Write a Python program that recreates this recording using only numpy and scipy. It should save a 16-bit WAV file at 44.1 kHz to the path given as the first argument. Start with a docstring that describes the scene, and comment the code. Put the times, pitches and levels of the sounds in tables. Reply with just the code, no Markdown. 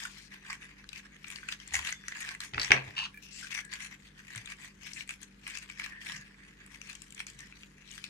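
"""A kitchen table in a quiet room, an appliance humming; two microphone ports, the action to their left.
Hands cut and prise open a baked potato in crumpled aluminium foil, which rustles as tiny creases
give way and snaps as larger ones buckle. Steel and fingers slide over it. A knife clatters down and
sets the table top ringing; a spoon is dragged over the cloth and knocks lightly as it lifts."""
import sys
import numpy as np
from scipy import signal
from scipy.fft import rfft, irfft, next_fast_len
from scipy.io import wavfile
from scipy.ndimage import uniform_filter1d, map_coordinates

SR = 44100
rng = np.random.default_rng(int(sys.argv[2]) if len(sys.argv) > 2 else 0)


def master(y):
    """Save y as 16-bit WAV."""
    cut = np.clip(np.atleast_2d(y).T, -1, 1)
    pcm = np.round(cut * 32767)  # scale
    wavfile.write(sys.argv[1], SR, pcm.astype(np.int16))


N = 356769


def amp(db):
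    """Decibels to gain."""
    return 10 ** (np.asarray(db) / 20)


def unit(x):
    """Scaled to an rms of 1."""
    return x / np.sqrt(np.mean(x ** 2) + 1e-20)


def even(x):
    """Level held steady over 60 ms, so that only the hands set the swells."""
    return x / np.sqrt(np.abs(uniform_filter1d(np.mean(x ** 2, 0), size=2600)) + 1e-20)


def along(points, hz):
    """Reads between (Hz, value) points on a log axis."""
    points_hz, values = np.transpose(points)
    return np.interp(np.log(hz + 1), np.log(points_hz + 1), values)


def wobble(rate):
    """A smooth random curve, rate knots a second."""
    return map_coordinates(rng.standard_normal(int(N * rate / SR) + 4), [np.arange(N) * rate / SR])


def mode(f, centre_hz, width_hz):
    """One resonance, gain 1 at its centre."""
    return 1j * f * width_hz / (centre_hz ** 2 - f ** 2 + 1j * f * width_hz + 1e-9)


def ringing(modes, t, scatter_db):
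    """The decaying sines of a struck object, each a little louder or softer with every strike."""
    return sum(amp(db + rng.normal(0, scatter_db) - 60 * t / t60_s) * np.sin(2 * np.pi * hz * t)
               for hz, db, t60_s in modes)


def filtered(x, response):
    """x through a complex response of frequency."""
    size = next_fast_len(N + SR // 2)
    return irfft(rfft(x, size) * response(np.fft.rfftfreq(size, 1 / SR)), size)[..., :N]


def dull(x, top_hz):
    """A gentle loss of treble."""
    return signal.sosfilt(signal.butter(2, top_hz, fs=SR, output="sos"), x)


def pan(db):
    """Left and right gains for a level difference."""
    return amp(np.array([db / 2, -db / 2]))


def ports(x, lead_s, shade=1):
    """The left port hears the source first; the camera body shades the treble on the right."""
    # the body's shadow: frequency_hz, left_over_right_db
    shadow = [(300, 10.5), (1300, -8.5), (2400, 3), (4400, 3), (8100, 7), (15000, 5)]
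    side = np.array([[1], [-1]]) / 2
    return filtered(x, lambda hz: amp(shade * side * along(shadow, hz))
                    * np.exp(2j * np.pi * hz * lead_s * side))


def room_tone():
    """An appliance's wavering motor hum over soft room noise, near mono in the bass."""
    # motor partials: pitch_hz, level_db
    partials = [(49.3, -60), (98.5, -73), (149, -62.5), (196, -59), (238, -70.5), (295, -69.5)]
    # room noise spectrum: frequency_hz, gain_db
    air = [(15, -47.5), (25, -0.5), (59, 1.5), (97, -1.5), (195, 4), (242, -0.5), (450, -5), (659, -18),
           (1370, -10), (1700, -5.5), (2110, -13), (4140, -19.5), (7710, -25.5), (14400, -38.5),
           (16000, -61)]
    # likeness of that noise at the two ports: frequency_hz, correlation
    likeness = [(60, 0.96), (130, 1), (290, 0.53), (640, 0.039), (1400, 0.046)]

    def mid_and_side(hz):
        angle = np.arccos(np.clip(along(likeness, hz), -1, 1)) / 2
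        return amp(along(air, hz)) * [np.cos(angle), np.sin(angle)]

    t = np.arange(N) / SR
    hum = sum(amp(db - 3 + 0.9 * wobble(7.8)) * np.sin(2 * np.pi * hz * t + 0.41 * wobble(15))
              for hz, db in partials)
    mid, side = filtered(rng.standard_normal((2, N)), mid_and_side)
    return hum + amp(-62.5) * unit(np.array([mid + side, mid - side]))


def kitchen(x):
    """The room answers about 6 ms late, each frequency dying at its own speed."""
    # reverberation: frequency_hz, t60_s
    decay = [(200, 0.42), (2000, 0.14), (10000, 0.17)]
    hz, t, spectrum = signal.stft(rng.standard_normal((2, SR // 2)), SR, nperseg=256)
    tail = signal.istft(spectrum * amp(-60 * t / along(decay, hz)[:, None]), SR, nperseg=256)[1]
    return signal.fftconvolve(np.pad(x, (250, 0))[None], tail / np.linalg.norm(tail[0]), axes=1)[:, :N]


def friction(strokes, unshared):
    """Grainy rubbing noise, one resonance a stroke; unshared is the gain of each port's own noise."""
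    out, size, edge_s = np.zeros((2, N + SR)), 16384, 0.0041
    t, f = np.arange(size) / SR, np.fft.rfftfreq(size, 1 / SR)
    for start_s, length_s, db, hz, width_hz in strokes:
        hiss = rng.standard_normal((3, size))
        rub = unit(irfft(rfft(hiss[0] + unshared * hiss[1:]) * mode(f, hz, width_hz) ** 2))
        touching = np.clip(np.minimum(t, length_s - t) / edge_s, 0, 1)
        out[:, round(start_s * SR):][:, :size] += amp(db) * rub * touching
    return out[:, :N] * amp(1.4 * wobble(130))


def table_top():
    """The table top rings and rattles under each blow; the soft low thud reaches both ports alike."""
    # blows that reach the wood: start_s, level_db, thud_gain_db, thud_hz, thud_t60_s
    blows = [(1.717, -48.5, 4.5, 69.5, 0.2), (1.758, -51, 12, 77.5, 0.15), (1.79, -47.5, 6.5, 76, 0.2),
             (2.534, -41, 2.5, 124, 0.11), (2.554, -45, 10, 77.5, 0.13), (2.576, -31, -8.5, 106.6, 0.14),
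             (2.601, -51, 6, 41.5, .2), (2.705, -21.5, -31.5, 105.6, .15), (2.717, -19.5, -21, 76, .15),
             (2.73, -34.5, -4, 131.3, 0.49), (2.874, -40.5, 1, 108, 0.12), (4.36, -52, 14, 114, 0.16)]
    # modes of the top: pitch_hz, gain_db, t60_s
    modes = [(124.6, -5, 0.51), (135.1, -5.5, 0.68), (265, -1.5, 0.2), (345, -2, 0.13), (399.5, -1.5, 0.19),
             (832, 10, 0.037)]
    # it shudders as the potato is pushed about: start_s, length_s, level_db, pitch_hz, width_hz
    shudders = [(6.04, 0.17, -59, 150, 60), (7.28, 0.185, -61.5, 144, 60.3)]
    knocks, thuds, t = np.zeros((2, N + SR)), np.zeros(N + SR), np.arange(SR // 2) / SR
    wood = signal.butter(2, [180, 950], "bandpass", fs=SR, output="sos")
    for start_s, db, thud_db, thud_hz, thud_t60_s in blows:
        ring = amp(-15.5) * ringing(modes, t, scatter_db=2.1)
        rattle = amp(-60 * t / 0.34) * signal.sosfilt(wood, rng.standard_normal((2, len(t))))
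        thud_level = amp(db + thud_db + 1 - 60 * t / thud_t60_s) * (1 - np.exp(-t / 0.0062))
        knocks[:, round(start_s * SR):][:, :len(t)] += amp(db) * (ring + rattle)
        thuds[round(start_s * SR):][:len(t)] += thud_level * np.sin(2 * np.pi * thud_hz * t)
    return ports(knocks[:, :N], lead_s=0.00026, shade=0) + thuds[:N] + friction(shudders, unshared=0.14)


def spoon_drag():
    """Stick-slip on the cloth excites the spoon's resonances, hardest where it catches."""
    # resonances of the spoon: pitch_hz, width_hz, gain_db
    modes = [(1770, 190, -2), (2775, 480, 10.5), (4050, 1900, -7.5)]
    # catches on the weave: crest_s, level_db
    catches = [(2.968, -51), (2.981, -36.5), (2.99, -34.5), (3, -36), (3.008, -35.5), (3.04, -37.5),
               (3.053, -46)]

    def metal(f):
        peaks = sum((-1) ** k * amp(db) * mode(f, hz, width_hz) ** 2
                    for k, (hz, width_hz, db) in enumerate(modes))
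        return peaks + amp(-7) * mode(f, 2600, 4000) ** 2

    start_s, end_s, edge_s, catch_s = 2.958, 3.072, 0.011, 0.0026
    t = np.arange(N) / SR
    slips = rng.standard_normal(N) * amp(1.1 * wobble(150))
    moving = np.clip(np.minimum(t - start_s, end_s - t) / edge_s, 0, 1) ** 2
    progress = np.clip((t - start_s) / (end_s - start_s), 0, 1)
    drag = amp(-38 - 1.5 * progress) * moving  # easing off
    jerks = sum(amp(db) * np.exp(-np.minimum(((t - s) / catch_s) ** 2, 50)) for s, db in catches)
    return dull(unit(filtered(slips, metal)), top_hz=7100) * (drag + jerks)


def spoon_taps():
    """The handle knocks lightly as the spoon lifts: a short ring with a faint tick."""
    # knocks: start_s, level_db
    knocks = [(3.142, -43), (3.160, -47.5), (3.173, -40)]
    # modes of the handle: pitch_hz, gain_db, t60_s
    handle = [(1715, 5.5, 0.025), (2360, 7.5, 0.025)]
    out, t = np.zeros(N + SR), np.arange(SR // 10) / SR
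    attack = 1 - np.exp(-t / 0.003)
    for start_s, db in knocks:
        ring = ringing(handle, t, scatter_db=1.9)
        tick = amp(-5 - 60 * t / 0.026) * rng.standard_normal(len(t))
        out[round(start_s * SR):][:len(t)] += amp(db) * attack * (ring + tick)
    return out[:N]


def burst(response, rise_s, kick, size=2048):
    """One sharp kick inside a dying puff of noise, through a response; the ports share half the noise."""
    age = np.arange(size) / SR / rise_s
    hiss = rng.standard_normal((3, size))
    drive = (hiss[0] + hiss[1:]) * np.sqrt(age) * np.exp(-age)
    drive[:, round(rise_s * SR / 2)] += kick * np.sqrt(rise_s * SR)
    puff = irfft(rfft(drive) * response(np.fft.rfftfreq(size, 1 / SR)))
    return puff / np.sqrt(np.sum(puff ** 2, 1, keepdims=True) / (rise_s * SR))


def snaps(rows, rises_s, relative_width, broad_db, click_hz, kick):
    """Each snap rings at its own pitch over a broad body, with a brighter crack over a dry click."""
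    out = np.zeros((2, N + SR))
    for (crest_s, db, pitch_hz, bright_db, crack_hz), rise_s in zip(rows, rises_s):
        body = burst(lambda f: mode(f, pitch_hz, relative_width * pitch_hz) ** 2
                     + amp(broad_db) * mode(f, 1880, 2300) ** 4, rise_s, kick)
        crack = burst(lambda f: mode(f, crack_hz, 0.33 * crack_hz) ** 2
                      + amp(-11) * mode(f, click_hz, 1.7 * click_hz) ** 4, 0.97 * rise_s, kick=0.12)
        start = round((crest_s - 0.748 * rise_s) * SR)
        out[:, start:start + body.shape[1]] += amp(db) * (body + amp(bright_db) * crack)
    return out[:, :N]


def knife():
    """The knife clatters down in broad, dull clacks."""
    # contacts with the table: crest_s, level_db, pitch_hz, brightness_db, crack_hz
    contacts = [(2.537, -36, 1460, -2.5, 3500), (2.545, -29, 2360, -10.5, 4900),
                (2.5806, -22.5, 2490, -23, 4420), (2.598, -32, 1913, 8.5, 4330),
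                (2.6167, -31.5, 2430, 8.5, 4400), (2.6321, -36, 2380, 8.5, 4300),
                (2.6465, -29.5, 2220, 2.5, 5600), (2.7075, -17, 1600, -20, 5840),
                (2.7188, -4.5, 2520, -12.5, 5460), (2.745, -28.5, 2100, -14.5, 4000),
                (2.765, -30, 2293, -9, 4000)]
    rises_s = [0.0018] * len(contacts)
    clacks = snaps(contacts, rises_s, relative_width=0.092, broad_db=5.5, click_hz=3950, kick=0.25)
    return dull(clacks, top_hz=7000)


def slides():
    """Steel and fingers rub over skin, flesh, cloth and foil."""
    # strokes: start_s, length_s, level_db, pitch_hz, width_hz
    strokes = [(0.089, 0.19, -62.5, 4800, 2970), (1.94, 0.17, -62.5, 3490, 90),
               (2.97, 0.07, -48.5, 970, 350), (3.052, 0.018, -47, 1280, 350), (3.22, 0.2, -58.5, 2680, 500),
               (3.307, 0.17, -55, 4900, 3000), (3.325, 0.097, -54.5, 7460, 1000),
               (3.423, 0.029, -45.5, 1550, 202), (3.62, 0.22, -57, 1696, 150), (4.83, 0.07, -59, 5270, 890),
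               (4.935, 0.045, -54.5, 7700, 2500), (4.959, 0.027, -44.5, 2220, 700),
               (5.9, 0.12, -53, 1810, 150), (6.036, 0.2, -55.5, 1695, 200), (7.4, 0.063, -55, 1840, 180)]
    return dull(friction(strokes, unshared=0.93), top_hz=9100)


def hand_presses():
    """Level, brightness, pitch and side of the rustle: presses add up, the strongest leads the colour."""
    # presses and tugs on the foil; at 2.718 s, room and table ringing after the knife lands:
    # crest_s, swell_s, fade_s, level_db, brightness_db, panel_hz, left_over_right_db
    presses = [(0.047, 0.29, 0.054, -46.5, 0.5, 1716, 2.5), (0.17, 0.12, 0.12, -56.5, 0.5, 2290, 5.5),
               (0.337, 0.038, 0.058, -49.5, -6.5, 1990, 2.5), (0.522, 0.1, 0.049, -44.5, -6.5, 1984, 1),
               (0.633, 0.046, 0.059, -50, -7, 1900, 0.5), (0.7, 0.023, 0.053, -55, -11.5, 2030, 3),
               (0.792, 0.036, 0.055, -55.5, -10, 1860, 0.5), (0.978, 0.065, 0.038, -48, -5.5, 2280, 4),
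               (1.056, 0.032, 0.022, -54.5, -6, 1810, -1), (1.151, 0.07, 0.032, -58, -8, 1980, 1.5),
               (1.309, 0.1, 0.2, -51.5, -4.5, 2260, 5), (1.533, 0.08, 0.022, -43.5, -4, 2120, 0.5),
               (1.62, 0.047, 0.48, -56.5, -2, 2056, 2.5), (1.755, 0.03, 0.045, -37.5, -1.5, 2000, 2.5),
               (1.882, 0.092, 0.055, -39, -3.5, 2000, 3), (2.217, 0.19, 0.13, -44.5, -5, 1824, 1.5),
               (2.299, 0.031, 0.058, -42, -5.5, 1770, 0), (2.415, 0.01, 0.079, -45, 0.5, 2140, 0.5),
               (2.625, 0.069, 0.12, -40, -4, 2130, 3), (2.718, 0.015, 0.1, -30, -24, 2530, 2),
               (2.85, 0.1, 0.18, -51, -7, 2076, 2.5), (3.228, 0.013, 0.12, -64, 11, 2660, 2),
               (3.436, 0.13, 0.086, -53, 1, 1960, 5.5), (3.522, 0.031, 0.032, -43, -5, 2440, 6.5),
               (3.55, .012, 0.017, -43, 0, 2150, 4), (3.586, 0.036, 0.035, -38.5, -6.5, 2200, 6.5),
               (3.66, 0.053, 0.06, -62, -7, 1740, 8), (3.74, 0.036, 0.037, -42, -3, 2236, 4.5),
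               (3.843, 0.073, 0.04, -44, -3.5, 2090, 5), (3.93, 0.06, 0.034, -50, -8, 2050, 4),
               (4.085, 0.098, 0.015, -60.5, 1.5, 2010, 0.5), (4.204, 0.052, 0.02, -55.5, -2.5, 1940, 1.5),
               (4.37, 0.15, 0.091, -49.5, -5.5, 2040, 4.5), (4.521, 0.075, 0.027, -45.5, -6.5, 2330, 4),
               (4.647, 0.084, 0.064, -50, -3.5, 2090, 2.5), (4.858, 0.06, 0.12, -50, -2.5, 2290, 6),
               (5.006, 0.06, 0.035, -50.5, 1, 2150, 6.5), (5.101, 0.018, 0.06, -48, -1.5, 2470, 0.5),
               (5.224, 0.018, 0.026, -56, 5, 1920, 5), (5.49, 0.063, 0.09, -46.5, -3.5, 2320, 3),
               (5.578, 0.081, 0.02, -49, -1.5, 2250, 8), (5.629, 0.038, 0.042, -51, -4, 2174, 5.5),
               (5.705, 0.043, 0.073, -56, -1.5, 2320, 3.5), (5.825, 0.07, 0.11, -44.5, -5, 1910, 3),
               (5.93, 0.074, 0.11, -54.5, -16, 1744, 2.5), (6.105, 0.11, 0.12, -44, -2.5, 1930, 1.5),
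               (6.27, 0.097, 0.067, -59.5, -8.5, 1730, 3), (6.485, 0.27, 0.089, -58.5, -8, 1890, -1.5),
               (6.619, 0.059, 0.1, -56.5, -10, 1850, -1), (6.737, 0.045, 0.073, -54.5, -5.5, 2070, 8.5),
               (6.894, 0.081, 0.086, -51, -2.5, 2490, 5), (7.01, 0.083, 0.19, -65, 4, 2320, 1),
               (7.2, 0.038, 0.036, -46, -2, 2250, -0.5), (7.275, 0.019, 0.09, -56, 1.5, 2310, 1.5),
               (7.401, 0.073, 0.176, -57, -2.5, 1990, 2.5), (7.58, 0.063, 0.14, -63.5, 2, 2275, 0.5),
               (7.83, 0.09, 0.04, -61, -8.5, 2720, 6.5), (7.944, 0.12, 0.1, -57.5, 4.5, 2370, 6),
               (8.048, 0.03, 0.077, -56.5, 0, 2350, 6)]
    # foil left to settle: level_db, brightness_db, panel_hz, left_over_right_db
    settling = (-72.5, -2.5, 1998, 11)
    t = np.arange(0, N + 64, 64) / SR
    crest_s, swell_s, fade_s, db, *colours = np.transpose(presses)[:, :, None]
    from_crest = np.abs(t - crest_s) / np.where(t < crest_s, swell_s, fade_s)
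    power = amp(2 * (db - 17 * from_crest ** 1.69))  # 17 dB down one swell before, one fade after
    rest_power = amp(2 * settling[0])
    total = power.sum(0) + rest_power
    blended = [((power * colour).sum(0) + rest_power * at_rest) / total
               for colour, at_rest in zip(colours, settling[1:])]
    return [np.interp(np.arange(N) / SR, t, curve) for curve in [10 * np.log10(total), *blended]]


def grains(centre_hz, octaves, cycles, spread_db, shared, count, size):
    """Crackle: damped sines at random times, pitched around a centre, partly the same at both ports."""
    t, layers = np.arange(size) / SR, []
    for _ in range(3):  # common, left, right
        draws = rng.random((count, 2))
        starts = (draws[:, :1] * N).astype(int)
        hz = np.clip(centre_hz[starts] * 2 ** (octaves * rng.standard_normal((count, 1))), 300, SR / 3)
        strength = amp(-spread_db * np.log(draws[:, 1:] + 0.004))
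        pings = strength * np.exp(-t * hz / cycles) * np.sin(2 * np.pi * hz * t)
        layers.append(unit(np.bincount((starts + np.arange(size)).ravel(), pings.ravel(), N + size)[:N]))
    return np.sqrt(shared) * layers[0] + np.sqrt(1 - shared) * np.array(layers[1:])


def flurry(count, decay_s, spread_db, bed):
    """Small creases giving way one by one: sudden short swells over a steady bed."""
    when, strength = rng.random((count, 2)).T
    kicks = np.bincount((when * N).astype(int), amp(-spread_db * np.log(strength + 0.02)), N)
    age = np.arange(SR // 20) / SR / decay_s
    return bed + unit(signal.fftconvolve(kicks, np.sqrt(age) * np.exp(-age))[:N])


def facets(x, colour, depth_db, bands, frames):
    """Foil facets come and go, so the colour shifts in random patches (170 Hz bands, 3 ms frames)."""
    spectrum = signal.stft(filtered(x, lambda hz: amp(along(colour, hz))), nperseg=256)[2]
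    patches = uniform_filter1d(rng.standard_normal(spectrum.shape[1:]), size=bands, axis=0)
    patches = uniform_filter1d(patches, size=frames, axis=1)
    return even(signal.istft(spectrum * amp(depth_db * unit(patches)), nperseg=256)[1][:, :N])


def foil_rustle(level_db, bright_db, panel_hz):
    """Countless small creases give way, in clumps, as the foil moves."""
    # body of the foil's panels: frequency_hz, gain_db
    panels = [(350, -64), (600, -28), (1130, -11), (1400, -15), (1640, 1.5), (2020, 1.5), (2440, 5),
              (3600, -6), (4680, -6.5), (7920, -120)]
    # sizzle of its creases: frequency_hz, gain_db
    creases = [(1760, -14), (3000, 2), (4140, -3), (5800, -3), (7780, -4.5), (12000, -9.5), (14600, -8.5),
               (15400, -29.5), (16000, -48.5)]
    flutter = amp(1.3 * wobble(60))
    clumps = even((flutter * flurry(count=1500, decay_s=0.0019, spread_db=3.5, bed=1.37))[None])
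    tuned = grains(panel_hz, octaves=0.097, cycles=7.7, spread_db=5, shared=0.34, count=3500, size=320)
    loose = grains(np.full(N, 1700), octaves=0.73, cycles=0.87, spread_db=1.5, shared=0.56,
                   count=8000, size=110)
    ticks = grains(np.full(N, 6500), octaves=0.56, cycles=2.14, spread_db=0.5, shared=0.14,
                   count=16000, size=60)
    body = amp(-4) * even(tuned) + amp(-0.5) * facets(loose, panels, depth_db=3.5, bands=4, frames=9)
    sizzle = facets(ticks, creases, depth_db=4, bands=3, frames=24)
    return amp(level_db) * clumps * (body + amp(bright_db) * sizzle)


def foil_snaps():
    """Large creases buckle with a snap; the larger they are, the longer they take."""
    # large creases: crest_s, level_db, panel_hz, brightness_db, crack_hz
    creases = [(0.0265, -47, 2070, 1, 5800), (0.053, -30, 1540, -11, 8200), (0.5061, -33, 1900, -7, 5160),
               (0.53, -31, 2160, -9, 7400), (0.842, -45, 1630, -9.5, 4400), (0.891, -48, 2230, 8.5, 4100),
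               (0.931, -36.5, 2630, -6, 3820), (1.165, -50.5, 2080, -2, 3340),
               (1.244, -36, 2190, -17, 3630), (1.27, -51, 1890, 0, 4540), (1.2824, -45, 1970, 2.5, 7150),
               (1.303, -36.5, 2400, -6.5, 8500), (1.315, -44.5, 2300, 1, 7600),
               (1.3594, -38, 2820, 0, 4600), (1.386, -40, 1910, -15, 4500), (1.4313, -38, 1600, -28, 3790),
               (1.488, -27.5, 2470, -11.5, 6800), (1.525, -32.5, 2580, 2, 3700),
               (1.601, -42, 3000, -4, 5550), (1.6772, -51, 2090, 11.5, 7060),
               (1.723, -36.5, 1830, -11, 3460), (1.738, -33.5, 784, 4, 6700),
               (1.7428, -23.5, 1970, -3.5, 6100), (1.754, -21.5, 2120, -5, 6300),
               (1.767, -32, 2180, -3, 6900), (1.79, -33.5, 960, -8, 5680), (1.7922, -30, 1860, -3, 3440),
               (1.873, -31, 2450, -2, 3700), (1.89, -31, 1980, -4.5, 4380), (1.907, -43.5, 2000, 3.5, 8600),
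               (1.9258, -28, 2040, -4, 6200), (2.0387, -42.5, 1810, -23, 3470),
               (2.083, -31.5, 1830, 0, 6000), (2.206, -38, 1850, -0.5, 9500), (2.215, -42, 1810, -1, 7100),
               (2.229, -36, 1820, -6, 6160), (2.249, -35, 1780, -7, 3600), (2.2906, -32.5, 2160, -2, 4500),
               (2.35, -35, 1970, -11, 7300), (2.405, -37, 1640, 6, 4080), (2.419, -41, 2190, -27, 4900),
               (3.47, -40, 2530, -11, 5700), (3.516, -43, 2040, -3, 3590), (3.531, -34.5, 2100, -16, 7260),
               (3.5434, -39.5, 2240, -4, 7500), (3.5504, -36, 2190, -16, 4800),
               (3.5578, -37, 2340, -12, 3400), (3.578, -33, 2050, -18, 3320),
               (3.59, -34.5, 2140, -13, 4660), (3.6508, -53.5, 1710, 8, 7800),
               (3.737, -37.5, 2090, 0.5, 7100), (3.805, -39, 1920, -8, 3800), (4.35, -38, 1710, -9, 5600),
               (4.36, -38, 2170, 0, 7750), (4.378, -40, 2380, 0, 5840), (4.4594, -40, 3480, -3.5, 7400),
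               (4.475, -38, 2410, -7, 3750), (4.9344, -55.5, 2480, 19, 5000),
               (5.0086, -34, 2360, -10, 3530), (5.077, -47.5, 2080, -2, 7800),
               (5.0927, -30.5, 2460, -6.5, 7350), (5.108, -34, 2400, -6, 7600),
               (5.217, -52.5, 1650, 6, 9010), (5.231, -45, 1680, 2, 7300), (5.478, -45, 2230, 5.5, 8700),
               (5.5006, -39.5, 2350, -5, 6900), (5.539, -45, 2300, -12, 6800),
               (5.553, -37.5, 2430, -5.5, 5500), (5.5736, -35.5, 2380, -3, 5900),
               (5.586, -43.5, 2450, 2.5, 6950), (5.6995, -34, 2210, -13.5, 7160),
               (5.798, -27.5, 2200, -19.5, 7200), (5.8396, -34.5, 2310, -7, 3700),
               (5.8623, -34, 1700, -10, 5800), (6.6638, -52, 1970, 4.5, 8400),
               (6.745, -46, 2140, -11, 4330), (6.816, -39.5, 2500, -4, 6160),
               (6.898, -39, 2430, -6.5, 7000), (6.9303, -50, 2910, 4, 6180), (6.9529, -43, 3000, 1, 6800),
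               (7.02, -46.5, 2650, 7, 7330), (7.106, -53.5, 2960, 7, 6900), (7.124, -46.5, 2380, 1, 7500),
               (7.148, -61, 1830, 18, 6900), (7.179, -40, 2330, -8, 3560), (7.203, -29, 2310, -29, 5650),
               (7.2681, -41, 2300, 3.5, 6500), (7.301, -50.5, 2750, 6.5, 7150),
               (7.391, -47.5, 2150, 3.5, 6000), (7.406, -48, 2050, 5, 6460), (7.525, -42, 2350, -22, 3620),
               (7.634, -41, 2460, -13.5, 5630), (7.9148, -53.5, 3030, 11, 6630),
               (7.9797, -38, 1790, -3, 3240), (8.0414, -34, 2480, -1.5, 4100)]
    rises_s = [0.0016 * 2 ** (0.012 * (db + 40)) for _, db, *_ in creases]
    buckles = snaps(creases, rises_s, relative_width=0.19, broad_db=-12, click_hz=5340, kick=0.55)
    return dull(buckles, top_hz=11100)


def scene():
    """Foil, cutlery and table reach the ports directly, over the kitchen's reverberation and hum."""
    level_db, bright_db, panel_hz, side_db = hand_presses()
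    foil = (foil_rustle(level_db, bright_db, panel_hz) + foil_snaps() + slides()) * pan(side_db)
    cutlery = (knife() + spoon_drag() + spoon_taps()) * pan(-0.5)[:, None]
    # thin foil and cutlery radiate almost no bass
    thin = signal.butter(4, 680, "highpass", fs=SR, output="sos")
    foil, cutlery = signal.sosfilt(thin, [foil, cutlery])
    # knife and spoon lie further to the side, so their lead is longer
    direct = ports(foil, lead_s=0.00014) + ports(cutlery, lead_s=0.000462) + table_top()
    reverberation = kitchen((amp(-7.5) * foil + amp(-6.5) * cutlery).mean(0))
    return direct + reverberation + room_tone()


def record(dry):
    """The preamplifier rounds off the highest peak; nothing is kept above the band limit."""
    ceiling, top_hz = 0.95, 15900
    rounded = dry / (1 + np.abs(dry / ceiling) ** 4) ** (1 / 4)
    return filtered(rounded, lambda hz: hz < top_hz)


dry = scene()
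out = record(dry)
master(out)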